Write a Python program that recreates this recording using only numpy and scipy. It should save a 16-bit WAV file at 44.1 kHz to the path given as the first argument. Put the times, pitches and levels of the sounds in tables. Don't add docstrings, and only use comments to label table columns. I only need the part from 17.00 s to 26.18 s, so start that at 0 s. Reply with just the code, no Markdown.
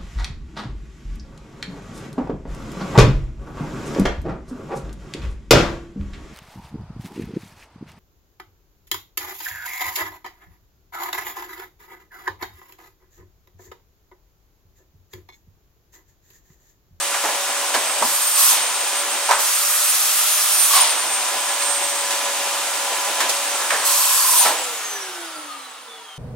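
import sys
import numpy as np
from scipy import signal
from scipy.fft import rfft, irfft, next_fast_len
from scipy.io import wavfile
from scipy.ndimage import uniform_filter1d

SR = 44100
rng = np.random.default_rng(int(sys.argv[2]) if len(sys.argv) > 2 else 0)


def transcribe(signal):
    frames = np.atleast_2d(signal).T
    limited = np.clip(frames, -1, 1)
    pcm = np.round(limited * 32767).astype(np.int16)
    wavfile.write(sys.argv[1], SR, pcm)


N = 404831
TIME = np.arange(N) / SR
RUN_HZ, OFF_S = 8490, 7.438

# start and end in seconds, limit of the fan's rise in Hz, relative levels
# of the hiss and its last surge in dB, surge length in seconds, hoot pitch in Hz, levels of the hoot
# and its last surge in dB.
CHOKES = [(1.034, 1.516, 632, -26.5, -19.5, 0.17, 1128, -43, -32),
          (2.382, 3.767, 699.5, -25, -24.5, 0.069, 1240, -40.5, -19.5),
          (6.84, 7.435, 579, -21.5, -28, 0.14, 1042, -29, -42)]
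# frequency in Hz, coherence from 0 to 1.
COHERENCE = [(30,.96),(300,.93),(640,.96),(1400,.85),(3100,.52),(6800,.33),(9000,.33),(15000,.15)]
# frequency in Hz, lead in radians.
LEFT_LEAD = [(30,0),(520,.25),(2000,.35),(3300,.4),(5700,1.1),(9000,1.4),(11500,1.7),(15000,2.6)]


def amp(db):
    return 10 ** (np.asarray(db) / 20)


def unit_rms(x):
    return x / np.sqrt(np.mean(x ** 2) + 1e-20)


def follow(points):
    return np.interp(TIME, *np.transpose(points))


def spectrum_at(points, hz):
    f, value = np.transpose(points)
    return np.interp(np.log(hz + 1), np.log(f + 1), value)


def resonance_db(modes, hz):
    return sum(db / (1 + (2 * (hz - f) / width) ** 2) for f, width, db in modes)


def drift(rate_hz):
    frame_s = np.arange(N // 256 + 5) * 256 / SR
    hz = np.fft.rfftfreq(len(frame_s), frame_s[1])
    slow = irfft(rfft(rng.standard_normal(len(frame_s))) / (1 + (hz / rate_hz) ** 2), len(frame_s))
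    return np.interp(TIME, frame_s, unit_rms(slow))


def swells(rows):
    return sum(amp(db) * np.exp(-.5 * ((TIME - s) / width) ** 2) for s, db, width in rows)


def held(start, end, attack_s, release_s):
    return np.clip((TIME - start) / attack_s, 0, 1) * np.exp(-np.maximum(TIME - end, 0) / release_s)


def choked(attack_s, release_s):
    return sum(held(start, end, attack_s, release_s) for start, end, *_ in CHOKES)


def stereo_pair(left, other, hz):
    coherence = spectrum_at(COHERENCE, hz)
    right = coherence * left + np.sqrt(1 - coherence ** 2) * other
    return np.array([left, right * np.exp(-1j * spectrum_at(LEFT_LEAD, hz))])


def turbulence(colour, modes=(), ripple_db=0):
    # frequency in Hz, left minus right in dB.
    balance = [(60, -0.5), (110, 4), (200, -4), (380, -4.5), (700, -1), (1290, 0), (2380, 1.5),
               (4400, -0.5), (8120, -0.5), (15000, -2)]
    size = next_fast_len(N)
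    hz = np.fft.rfftfreq(size, 1 / SR)
    a, b, c, d = rng.standard_normal((4, len(hz)))
    noise = stereo_pair(a + 1j * b, c + 1j * d, hz)
    ripple = unit_rms(uniform_filter1d(rng.standard_normal(len(hz)), size=400))
    shape_db = spectrum_at(colour, hz) + resonance_db(modes, hz) + ripple_db * ripple
    side_db = np.outer([.5, -.5], spectrum_at(balance, hz))
    return unit_rms(irfft(noise * amp(shape_db + side_db), size)[:, :N])


def eddies(x, depth_db):
    frames = signal.stft(x, nperseg=1024, noverlap=768)[2]
    bands = uniform_filter1d(rng.standard_normal(frames.shape[1:]), size=24, axis=0)
    patches = unit_rms(uniform_filter1d(bands, size=12, axis=1))
    return signal.istft(frames * amp(depth_db * patches), nperseg=1024, noverlap=768)[1][:, :N]


def room(x, t60):
    t = TIME[:SR // 2]
    tail = rng.standard_normal((2, len(t))) * amp(-60 * t / t60)
    return signal.fftconvolve(x[None], tail / np.linalg.norm(tail[0]), axes=1)[:, :N]


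def bass_cut(x, hz):
    return signal.sosfilt(signal.butter(N=4, Wn=hz, btype="high", fs=SR, output="sos"), x)


def mains_buzz(waver_db=2.0):
    # frequency in Hz, relative level in dB.
    harmonics = [(100,-84),(200,-69),(300,-63),(500,-52),(700,-49),(800,-45),(900,-42.5),(1000,-37.3),(1100,-49),(1200,-50),(1700,-45)]
    # time in seconds, gain in dB.
    movement = [(0,-5),(2,-4.5),(3,-16),(4,-5.5),(4.6,1),(5.4,2),(5.9,-1),(6.4,-4),(6.9,0.5),(7.4,-2.5)]
    tones = 0
    for hz, db in harmonics:
        level = np.sqrt(2) * amp(db + waver_db * drift(0.93))
        tones += level * np.sin(2 * np.pi * (hz * TIME + rng.random()) + 0.51 * drift(1.5))
    current = np.clip((OFF_S - TIME) / 0.039, 0, 1)
    return tones * amp(follow(movement)) * current


def brush(steady_db=-35.5, choke_db=-24, fade_db_per_s=30):
    # frequency in Hz, relative density in dB.
    colour = [(30,-52),(120,-44),(175,-19.5),(260,-5.5),(400,0),(520,4),(800,10.5),(1300,-9),(3000,3),(15800,-43)]
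    # peak time in seconds, relative level in dB, half-width in seconds.
    strokes = [(.28,-38,.08),(.85,-45,0.27),(1.64,-38,0.11),(4.08,-39,0.1),(4.5,-46,.15),(4.98,-39,0.074),(6.29,-35.5,0.18),(7.55,-35.5,0.17)]
    rest_db = fade_db_per_s * np.maximum(TIME - OFF_S, 0)
    steady = amp(steady_db + choke_db * choked(attack_s=.1, release_s=.04) - rest_db)
    level = np.hypot(steady, amp(2.5) * swells(strokes))
    return turbulence(colour, ripple_db=1.0) * level * amp(2.5 * drift(12))


def knocks(t60=0.52, wet_db=-13, clatter_db=0.5, rise_s=0.0022):
    # start in seconds, relative level in dB, centre in Hz, roll-off in dB per octave,
    # rattle decay time in seconds, click against body in dB.
    impacts = [(0.139,-22.5,1400,12,0.029,-22),(0.236,-21.5,810,9,0.058,-12),(0.285,-26,850,6,0.024,-25),(0.74,-16,1400,8,0.014,-10),(.745,-18.5,696,4.5,0.031,-13),
               (0.892,-22,1000,9,.015,-22),(1.013,-29,270,13,.035,-25),(1.021,-15.5,900,37,0.022,-8),(2.289,-15.5,1040,14,0.049,-17),(2.307,-14,1080,17,.028,-5.5),
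               (2.387,-24.5,1000,10,0.045,-4),(4.62,-25.5,1500,6,.01,2),(5.104,-32.5,1510,10,0.049,8),(6.202,-16.5,1400,7,0.018,-6),(6.292,-26.5,695,21,0.014,12.5),
               (6.6,-25,1000,12,0.048,-20),(6.703,-13.5,1685,25,0.011,-8.5),(6.721,-23,850,9,0.08,-9),(7.448,-19.5,1026,10,0.039,-18),(7.456,-16.5,880,9,0.04,-14),(7.504,-20.5,699,15,0.015,-25)]
    # centre in Hz, width in Hz, gain in dB.
    shell = [(190,38,-2),(620,52,6.5),(965,340,6),(1700,460,4)]
    out, t = np.zeros((2, N)), TIME[:SR // 2]
    hz = np.fft.rfftfreq(len(t), 1 / SR)
    click = amp(spectrum_at([(100, -52), (1500, -10), (4000, -0.5), (10000, -3.5), (15800, -16)], hz))
    for start, db, centre_hz, slope_db, decay_s, click_db in impacts:
        a, b, chatter = rng.standard_normal((3, len(t)))
        noise = stereo_pair(rfft(a), rfft(b), hz)
        octaves_away = np.hypot(np.log2((hz + 1) / centre_hz), .6)
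        body = amp(resonance_db(shell, hz) - slope_db * octaves_away) / (1 + (140 / (hz + 1)) ** 4)
        sound = unit_rms(irfft(noise * body)) + amp(click_db) * unit_rms(irfft(noise * click))
        contacts = amp(clatter_db * (unit_rms(uniform_filter1d(chatter, size=130)) - 4.0))
        decay = np.hypot(contacts * np.exp(-t / decay_s), amp(wet_db - 60 * t / t60))
        attack = 1 - np.exp(-(t / rise_s) ** 2)
        span = out[:, round(start * SR):][:, :len(t)]
        span += (amp(db + 3.0) * attack * decay * sound)[:, :span.shape[1]]
    return out


def gulps():
    # frequency in Hz, relative density in dB.
    colour = [(30,-70),(200,-41),(700,-2),(1300,-7),(2100,-3),(3300,0.5),(5500,-3.5),(9000,-6.5),(15800,-32)]
    # peak time in seconds, level in dB, half-width in seconds.
    inrushes = [(1.57,-24,0.052),(3.77,-21,0.041),(3.85,-21.5,0.073),(7.46,-23.5,0.054)]
    return turbulence(colour) * swells(inrushes)


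def hoot(width_hz=190, sunk_hz=880, sink_s=.1, lead_s=0.037, release_s=0.081, throb_db=1.5):
    pole = np.exp(-np.pi * width_hz / SR)
    swirl = signal.lfilter([(1 - pole) ** 2], [1, -2 * pole, pole ** 2], rng.standard_normal((2, N)))
    swirl = unit_rms(swirl * amp(throb_db * drift(25)))
    out = 0
    for start, end, *_, surge_s, hoot_hz, db, surge_db in CHOKES:
        hz = sunk_hz + (hoot_hz - sunk_hz) * (1 - np.tanh((TIME - end) / sink_s)) / 2
        phase = 2 * np.pi * np.cumsum(hz) / SR
        steady = amp(db) * held(start - lead_s, end, .04, release_s)
        surge = amp(surge_db) * held(end - surge_s, end, 0.036, release_s)
        out += np.hypot(steady, surge) * (swirl[0] * np.cos(phase) + swirl[1] * np.sin(phase))
    return out


def hiss(gain_db=5, tighten_db_per_s=2, shut_s=.02, surge_rise_s=0.045, release_s=0.049):
    level = 0
    for start, end, _, db, surge_db, surge_s, *_ in CHOKES:
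        tighten_db = tighten_db_per_s * np.clip(TIME - start, 0, end - start)
        steady = amp(db + tighten_db) * held(start, end, shut_s, release_s)
        surge = amp(surge_db) * held(end - surge_s, end, surge_rise_s, release_s)
        level += np.hypot(steady, surge)
    # frequency in Hz, relative density in dB.
    colour = [(30,-62),(150,-59),(500,-33),(1200,-5),(2000,-15.5),(2700,-4),(4000,-3),(6000,0),(8000,2),(11500,2),(13500,-0.5),(15800,-5)]
    return eddies(turbulence(colour, ripple_db=2.15), depth_db=1.52) * level * amp(gain_db)


def fan_hz(spin_up_s=.483, settle_s=.31, lag_s=.03, drag_s=1.418, friction_s=6.788):
    powered, coast = np.minimum(TIME, OFF_S), np.maximum(TIME - OFF_S, 0)
    hz = RUN_HZ
    for start, end, lift_hz, *_ in CHOKES:
        racing = np.maximum(np.minimum(powered, end) - start - lag_s, 0)
        freed = np.maximum(powered - end, 0)
        hz += lift_hz * (1 - np.exp(-racing / spin_up_s)) * np.exp(-freed / settle_s)
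    return hz * np.exp(-coast / friction_s) / (1 + coast / drag_s)


def exhaust(rush_db=-23.0, db_per_octave=13.5, choke_db=-1.0, dull_hz=3600, bright_hz=8000):
    # frequency in Hz, relative density in dB.
    fast_colour = [(30,-55),(90,-47),(140,-40.5),(200,-32.5),(400,-14),(560,-11),(900,-1),(1600,-1.1),(2000,-0.93),(4500,-3.5),(8000,-2),(10000,-4),(12000,-9.5),(15800,-13.5)]
    slow_colour = [(30,-36),(90,-45.5),(140,-33),(200,-26.5),(450,-6.5),(650,-3),(1000,0.5),(2000,-5.5),(3300,-3),(5000,-9.5),(8000,-12),(10000,-13.5),(12500,-20),(15800,-19.5)]
    # centre in Hz, width in Hz, gain in dB.
    casing = [(176,25,11.5),(220,8.3,4),(302,3.5,10.5),(760,16,7.5),(1187,270,1.5),(1359,31,7.5),(1690,58,2.5),(2390,3.6,4.5),(3250,110,1.5),(3750,23,7),(6440,1200,1.5)]
    sizzle = [(9200,470,10)]
    blade_hz = fan_hz()
    fast_share = np.clip((blade_hz - dull_hz) / (bright_hz - dull_hz), 0, 1)
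    fast = turbulence(fast_colour, casing, ripple_db=1.3)
    slow = turbulence(slow_colour, casing + sizzle, ripple_db=1.7)
    rush = np.sqrt(fast_share) * fast + np.sqrt(1 - fast_share) * slow
    level_db = rush_db + db_per_octave * np.log2(blade_hz / RUN_HZ)
    level_db += choke_db * choked(attack_s=0.13, release_s=0.02)
    return eddies(rush, depth_db=0.43) * amp(level_db + 0.083 * drift(12))


def bearing_tone(shaft_hz, shaft_phase, flutter_db, order=4.28):
    # its frequency in Hz, relative level in dB.
    response = [(880,-59),(1040,-56.5),(1130,-48),(1400,-49),(1500,-53),(1700,-47),(2400,-58),(2600,-52)]
    level = np.sqrt(2) * amp(spectrum_at(response, order * shaft_hz) + 1.2 * flutter_db * drift(10))
    return level * np.sin(order * shaft_phase + 0.45 * drift(25))


def shaft_hum(shaft_hz, shaft_phase, flutter_db, gain_db=-2.0, choke_db=-3):
    # its frequency in Hz, relative level in dB.
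    once_a_turn = [(205,-83),(250,-65),(288,-47.5),(325,-42.5),(368,-38),(392,-46.5),(490,-42.5),(548,-43),(568,-37),(588,-44),(610,-41)]
    twice_a_turn = [(410,-72),(460,-50),(505,-70),(630,-46),(900,-54),(1200,-58)]
    phase = shaft_phase + 0.23 * drift(9.0)
    first = amp(spectrum_at(once_a_turn, shaft_hz)) * np.sin(phase)
    second = amp(spectrum_at(twice_a_turn, 2 * shaft_hz)) * np.sin(2 * phase)
    level_db = gain_db + 0.79 * flutter_db * drift(12) + choke_db * choked(attack_s=0.039, release_s=0.25)
    return np.sqrt(2) * amp(level_db) * (first + second)


def blade_whine(blade_hz, phase, flutter_db, gain_db=-1.5, db_per_octave=14, octave_db=-56):
    # time in seconds, relative level in dB.
    movement = [(0,-29),(.3,-37),(.85,-26.5),(1.75,-25.5),(2.6,-31.5),(2.95,-25.5),(3.38,-27.5),(3.6,-20.5),(4.4,-30.5),(4.75,-22),(5.05,-32),(6.2,-37),(6.7,-27.5),(7.22,-32),(7.42,-17.5),(7.56,-32)]
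    # centre in Hz, width in Hz, gain in dB.
    peaks = [(3160,100,15),(3490,86,10),(4100,160,11),(4800,2500,-10.5),(6360,600,11.5),(6920,300,-7),(7750,770,3),(10100,700,3),(11500,800,-18),(12800,1800,12)]
    speed_db = db_per_octave * np.log2(blade_hz / RUN_HZ) + resonance_db(peaks, blade_hz)
    level = amp(follow(movement) + gain_db + speed_db + flutter_db * drift(20))
    whine = level * np.sin([phase, phase - spectrum_at(LEFT_LEAD, blade_hz)])
    octave = amp(octave_db + resonance_db(peaks, 2 * blade_hz) + flutter_db * drift(11)) * np.sin(2 * phase)
    octave *= np.clip(blade_hz / 4200, 0, 1) ** 6
    return np.sqrt(2) * whine, np.sqrt(2) * octave


def motor(blades=15, wet_db=-10, steady_flutter_db=2.5, glide_flutter_db=5, glide_hz_per_s=900):
    blade_hz = fan_hz()
    phase = 2 * np.pi * np.cumsum(blade_hz * (1 + .0005 * drift(12))) / SR
    gliding = np.tanh(abs(np.gradient(blade_hz, TIME)) / glide_hz_per_s)
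    flutter_db = steady_flutter_db + (glide_flutter_db - steady_flutter_db) * gliding
    whine, octave = blade_whine(blade_hz, phase, flutter_db)
    hum = shaft_hum(blade_hz / blades, phase / blades, flutter_db)
    bearing = bearing_tone(blade_hz / blades, phase / blades, flutter_db)
    direct = whine + hum + 0.72 * bearing + 0.83 * octave
    return direct + amp(wet_db) * room(whine[0] + 3.9 * (octave + bearing) + .5 * hum, t60=0.3)


def scene():
    parts = motor() + mains_buzz() + bass_cut(hoot(), hz=450) + bass_cut(knocks(), hz=169)
    return exhaust() + brush() + hiss() + gulps() + parts * amp([[-.6], [.6]])


def record(dry):
    low_pass = signal.firwin(801, cutoff=15850, window=("kaiser", 9), fs=SR)
    return signal.oaconvolve(dry, low_pass[None], "same")


dry = scene()
out = record(dry)
transcribe(out)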